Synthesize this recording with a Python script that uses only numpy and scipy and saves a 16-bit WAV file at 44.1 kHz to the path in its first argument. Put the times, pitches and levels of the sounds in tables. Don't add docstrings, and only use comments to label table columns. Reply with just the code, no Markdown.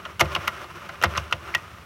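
import sys
import numpy as np
from scipy import signal
from scipy.fft import rfft, irfft, next_fast_len
from scipy.io import wavfile
from scipy.ndimage import map_coordinates

SR = 44100
rng = np.random.default_rng(int(sys.argv[2]) if len(sys.argv) > 2 else 0)


def wav_out(sig):
    wavfile.write(sys.argv[1], SR, np.round(np.clip(np.atleast_2d(sig).T, -1, 1) * 32767).astype(np.int16))


N = 81585

# pitch_hz, level_db, fade_s (time to fall by 60 dB)
NEEDLE_TONES = [(1025, -11, 0.058), (1207, -13, 0.071), (1408, -8.5, 0.056), (1585, -22, 0.044),
                (1918, -22, 0.061), (2139, -22, 0.075), (2505, -15.5, 0.04), (2753, -12.5, 0.04),
                (2912, -12, 0.026), (3640, -27, 0.032), (4890, -40, 0.023), (5430, -24.5, 0.037),
                (6180, -28, 0.019), (12480, -28, .02)]
# pitch_hz, level_db, fade_s
HOUSING_TONES = [(339.7, -3.5, 0.18), (393, -9.5, 0.18), (522, -0.5, 0.16), (584, 1, 0.1), (679.6, 2, 0.11),
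                 (717, -5.5, 0.12), (869, -3.5, 0.13)]


def amp(db):
    return 10 ** (np.asarray(db) / 20)


def unit(x):
    return x / np.sqrt(np.mean(x ** 2) + 1e-20)


def along(points, hz):
    pitches, values = np.transpose(points)
    return np.interp(np.log(hz + 1), np.log(pitches + 1), values)


def coloured(x, colour):
    size = 2 * next_fast_len(len(x))
    gain_db = along(colour, np.fft.rfftfreq(size, 1 / SR))
    cepstrum = irfft(gain_db * np.log(10) / 20, size)
    cepstrum[1:size // 2] *= 2
    cepstrum[size // 2 + 1:] = 0
    return irfft(rfft(x, size) * np.exp(rfft(cepstrum)), size)[:len(x)]


def add(track, start_s, sound):
    part = track[max(0, round(start_s * SR)):][:len(sound)]
    part += sound[:len(part)]


def dying_noise(fades, t, count=12):
    hz = np.fft.rfftfreq(len(t), 1 / SR)
    centres = np.geomspace(fades[0][0], fades[-1][0], count)
    weights = np.array([along(list(zip(centres, row)), hz) for row in np.eye(count)])
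    bands = irfft(rfft(rng.standard_normal(len(t))) * weights, len(t))
    return (bands * 10 ** (-3 * t / along(fades, centres)[:, None])).sum(0)


def ring(tones, attack_s, scatter_db):
    t = np.arange(SR // 2) / SR
    out = np.zeros(len(t))
    for hz, db, fade_s in tones:
        loudness = amp(db + scatter_db * rng.normal()) * 10 ** (-3 * t / fade_s)
        out += loudness * np.sin(2 * np.pi * (hz * t + rng.random()))
    return out * (1 - np.exp(-t / attack_s))


def rubbing():
    # time_s, relative_db
    swell = [(0, -46), (.09, -44), (.13, -48), (.185, -56), (.25, -39.5), (.31, -37), (.39, -39),
             (.45, -36.5), (.53, -41), (.59, -40.5), (0.631, -39.5), (.68, -48), (.8, -42.5), (.92, -44.5),
             (.99, -47), (1.08, -43), (1.11, -37.5), (1.2, -38), (1.29, -45.5), (1.38, -49.5),
             (1.43, -44.5), (1.49, -38), (1.53, -43), (1.68, -45.5), (1.85, -51.5)]
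    # pitch_hz, level_db
    rub_colour = [(60, -10), (170, -3), (270, -15), (350, -3), (440, -11), (540, -5.5), (850, -8),
                  (1250, 4), (1450, 0.5), (1650, -4.5), (2900, -9.5), (3800, -17), (4700, -22), (5700, -18),
                  (7200, -28), (9000, -28.5), (16000, -33)]
    slips_per_s, flutter_per_s, flutter_db = 200, 45, 1.5
    slips = (rng.random(N) < slips_per_s / SR) * rng.standard_normal(N)
    friction = rng.standard_normal(N) + amp(-8.5) * unit(slips)
    rub = unit(coloured(friction, rub_colour))
    needles = unit(ring(NEEDLE_TONES, attack_s=0.0003, scatter_db=1.5))
    housing = unit(ring(HOUSING_TONES, attack_s=0.0047, scatter_db=4.5))
    singing = unit(signal.fftconvolve(rng.standard_normal(N), needles + amp(-3) * housing, "same"))
    flutter = map_coordinates(rng.standard_normal(N // 100), [np.arange(N) * flutter_per_s / SR])
    level_db = np.interp(np.arange(N) / SR, *np.transpose(swell)) + flutter_db * flutter
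    return amp(level_db + 2) * unit(rub + amp(-5) * singing)


def room_noise():
    # pitch_hz, relative_db
    hush_colour = [(25, -4), (48, -9), (68, 4.5), (100, 5.5), (125, -5), (170, 0.5), (260, -11.5),
                   (500, -11.5), (1250, -16.5), (2000, -15.5), (4000, -23.5), (8000, -31), (16000, -34.5)]
    return amp(-47.5) * unit(coloured(rng.standard_normal(N), hush_colour))


def needle_clicks():
    # start_s, level_db, hollow_db, bite_db, edge_db, treble_db, sparkle_db, fade_ratio
    hits = [ (0.0525, -25, -6, 1.5, 8.5, 0, -5, 0.88), (.0595, -24, 6, 2.5, -19, -17, -16, 0.82),
            (.1953, -19.5, 4, 4, 6, 10, 11, 2.4), (0.2035, -17.5, 7, 8, 3, 13.5, 12, 1.1),
            (.2088, -2.5, 2, 7.5, -1.5, 2.5, 4, 0.88), (.2478, -35, 12, 5, -2, 10, 10, 1),
            (0.2545, -26.5, 7, 8, -3, -5, -7, 1.4), (.3185, -28, -7, 5, -11, -7, -3, 0.9),
            (0.3505, -11, -4, -3, 9, 1, -1.5, 0.75), (0.3615, -15.5, 8.5, 8, -0.5, -7, -4, 0.88),
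            (.4748, -24.5, -8, 23, 2, 10, 0, 1.1), (.478, -9.5, -1, 3.5, -0.5, -1, 8, 0.81),
            (0.6421, -26, 3, -29, -17, -15, -9, 0.97), (0.8891, -31.5, -14, -4, 3, 2, 6, 0.91),
            (0.8928, -23.5, 5, 9, -12.5, -9, -12, 1.2), (0.9552, -37, 5, 11, 7, -21, -14, 0.63),
            (1.0151, -25, 10.5, 5, 9, 6, 0, 0.76), (1.025, -18, 11, 8.5, 5, 1.5, 11, 0.84),
            (1.0369, -12, -5.5, 11, 1.5, 5.5, 11, 1.13), (1.0378, -6.5, 9, 10, -2, 4, -18, 0.82),
            (1.0437, -16.5, -18, 5, 3, 6, -6, 0.77), (1.055, -16, 5, 6.5, -4, -7, -20, 0.83),
            (1.1512, -24.5, 1, 4, -7, -18, -21, 1), (1.157, -20.5, -6, 12, -8, -20, -3, 0.76),
            (1.1654, -19, 2.5, -3, -5, -4, -7, 0.75), (1.1742, -21, -22, 0, -2.5, 14, 5, 0.78),
            (1.177, -12.5, -3, 1.5, 4.5, 5, -3, 0.66), (1.3104, -29, -12, -16, -4, -2, 2, 1.7),
            (1.3252, -9.5, 0, 6.5, 4.5, 1.5, -3, 0.8), (1.5409, -22, -23, 18, 6, -13, -4, 0.45),
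            (1.549, -9, -13.5, 2, 1, 7, 3.5, 0.62), (1.551, -19, 4.5, 2, 12, -6, -3, 0.67)]
    # pitch_hz, level_db
    plastic_colour = [(100, -12), (380, -12), (560, -1), (880, -1), (1200, 9), (1420, 11.5), (1650, 0),
                      (2100, -1), (2400, -3.5), (2950, 3), (3500, -1.5), (4600, -6.5), (5900, -6.5),
                      (7600, -18), (10000, -19.5), (12000, -17.5), (16000, -31)]
    # pitch_hz, fade_s
    plastic_fades = [(300, 0.12), (1200, 0.049), (3000, 0.053), (6000, 0.033), (14000, 0.03)]
    rise_s, snap_db = 0.00021, 13
    out, t = np.zeros(N), np.arange(SR // 8) / SR
    for start_s, level_db, hollow_db, bite_db, edge_db, treble_db, sparkle_db, fade_ratio in hits:
        fades = [(hz, fade_s * fade_ratio) for hz, fade_s in plastic_fades]
        burst = dying_noise(fades, t) * (1 - np.exp(-t / rise_s))
        burst[round(rise_s * SR)] += amp(snap_db)
        plastic = coloured(burst, plastic_colour)
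        tones = [(hz, db, fade_s * fade_ratio) for hz, db, fade_s in NEEDLE_TONES]
        needle = ring(tones, attack_s=0.00034, scatter_db=2.5)[:len(t)]
        tint = [(700, hollow_db), (1100, 0.0094), (1450, 0), (2000, bite_db), (3000, edge_db),
                (4200, 0), (6000, treble_db), (13000, sparkle_db)]
        add(out, start_s, amp(level_db - 3) * coloured(plastic + needle, tint))
    return out


def room_echo(x):
    # pitch_hz, fade_s
    room_fades = [(100, 0.55), (1500, 0.25), (5000, 0.11), (14000, 0.2)]
    tail = dying_noise(room_fades, np.arange(SR // 2) / SR)
    return signal.fftconvolve(x, tail / np.linalg.norm(tail))[:N]


def knocks():
    # start_s, housing_db, table_db
    jolts = [(0.21, -21, -20), (0.3626, -35.5, -27.5), (.479, -45.5, -40.5), (0.64, -45.5, -41.5),
             (1.0398, -25.5, -19), (1.166, -35.5, -26.5), (1.3266, -35.5, -30), (1.549, -43, -36)]
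    # pitch_hz, level_db
    body_colour = [(60, -19), (150, 10.5), (260, -7.5), (360, 5.5), (450, -13), (560, -6), (750, 10),
                   (1000, -5.5), (1500, 4.5), (2200, -1), (4000, -5), (9000, -44)]
    # pitch_hz, fade_s
    body_fades = [(150, 0.23), (700, 0.1), (3000, .05)]
    # pitch_hz, level_db, fade_s
    table_tones = [(75.1, -7.5, 0.44), (94, 1, 0.17), (144.8, -3.5, 0.15), (198, -6.5, .12)]
    table_delay_s = 0.00773
    out, t = np.zeros(N), np.arange(SR // 4) / SR
    for start_s, housing_db, table_db in jolts:
        knock = ring(HOUSING_TONES, attack_s=0.0043, scatter_db=0.5)
        body = coloured(dying_noise(body_fades, t), body_colour)
        thump = ring(table_tones, attack_s=0.009, scatter_db=1.0)
        add(out, start_s, amp(housing_db) * knock)
        add(out, start_s, amp(housing_db + 7) * body)
        add(out, start_s + table_delay_s, amp(table_db) * thump)
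    return out


def needle_twang():
    # pitch_hz, level_db, fade_s
    twang_tones = [(1790, -13, 0.048), (1904, -0.5, 0.058), (2580, -4, 0.03), (3310, -17, 0.041)]
    twang = amp(-11.5) * ring(twang_tones, attack_s=0.0006, scatter_db=1.0)
    out = np.zeros(N)
    add(out, start_s=1.549, sound=twang)
    return out


def scene():
    blows = needle_clicks() + needle_twang() + knocks()
    hush = room_noise()
    return (blows + amp(-21.5) * room_echo(blows) + rubbing() + hush)[None]


def record(dry):
    low_cut_hz, top_hz, ceiling = 51, 15950, 0.85
    thinned = signal.sosfilt(signal.butter(4, low_cut_hz, "high", fs=SR, output="sos"), dry)
    rounded = thinned / (1 + abs(thinned / ceiling) ** 6) ** (1 / 6)
    size = next_fast_len(N + SR // 2)
    below_top = np.fft.rfftfreq(size, 1 / SR) < top_hz
    return irfft(rfft(rounded, size) * below_top, size)[..., :N]


dry = scene()
out = record(dry)
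wav_out(out)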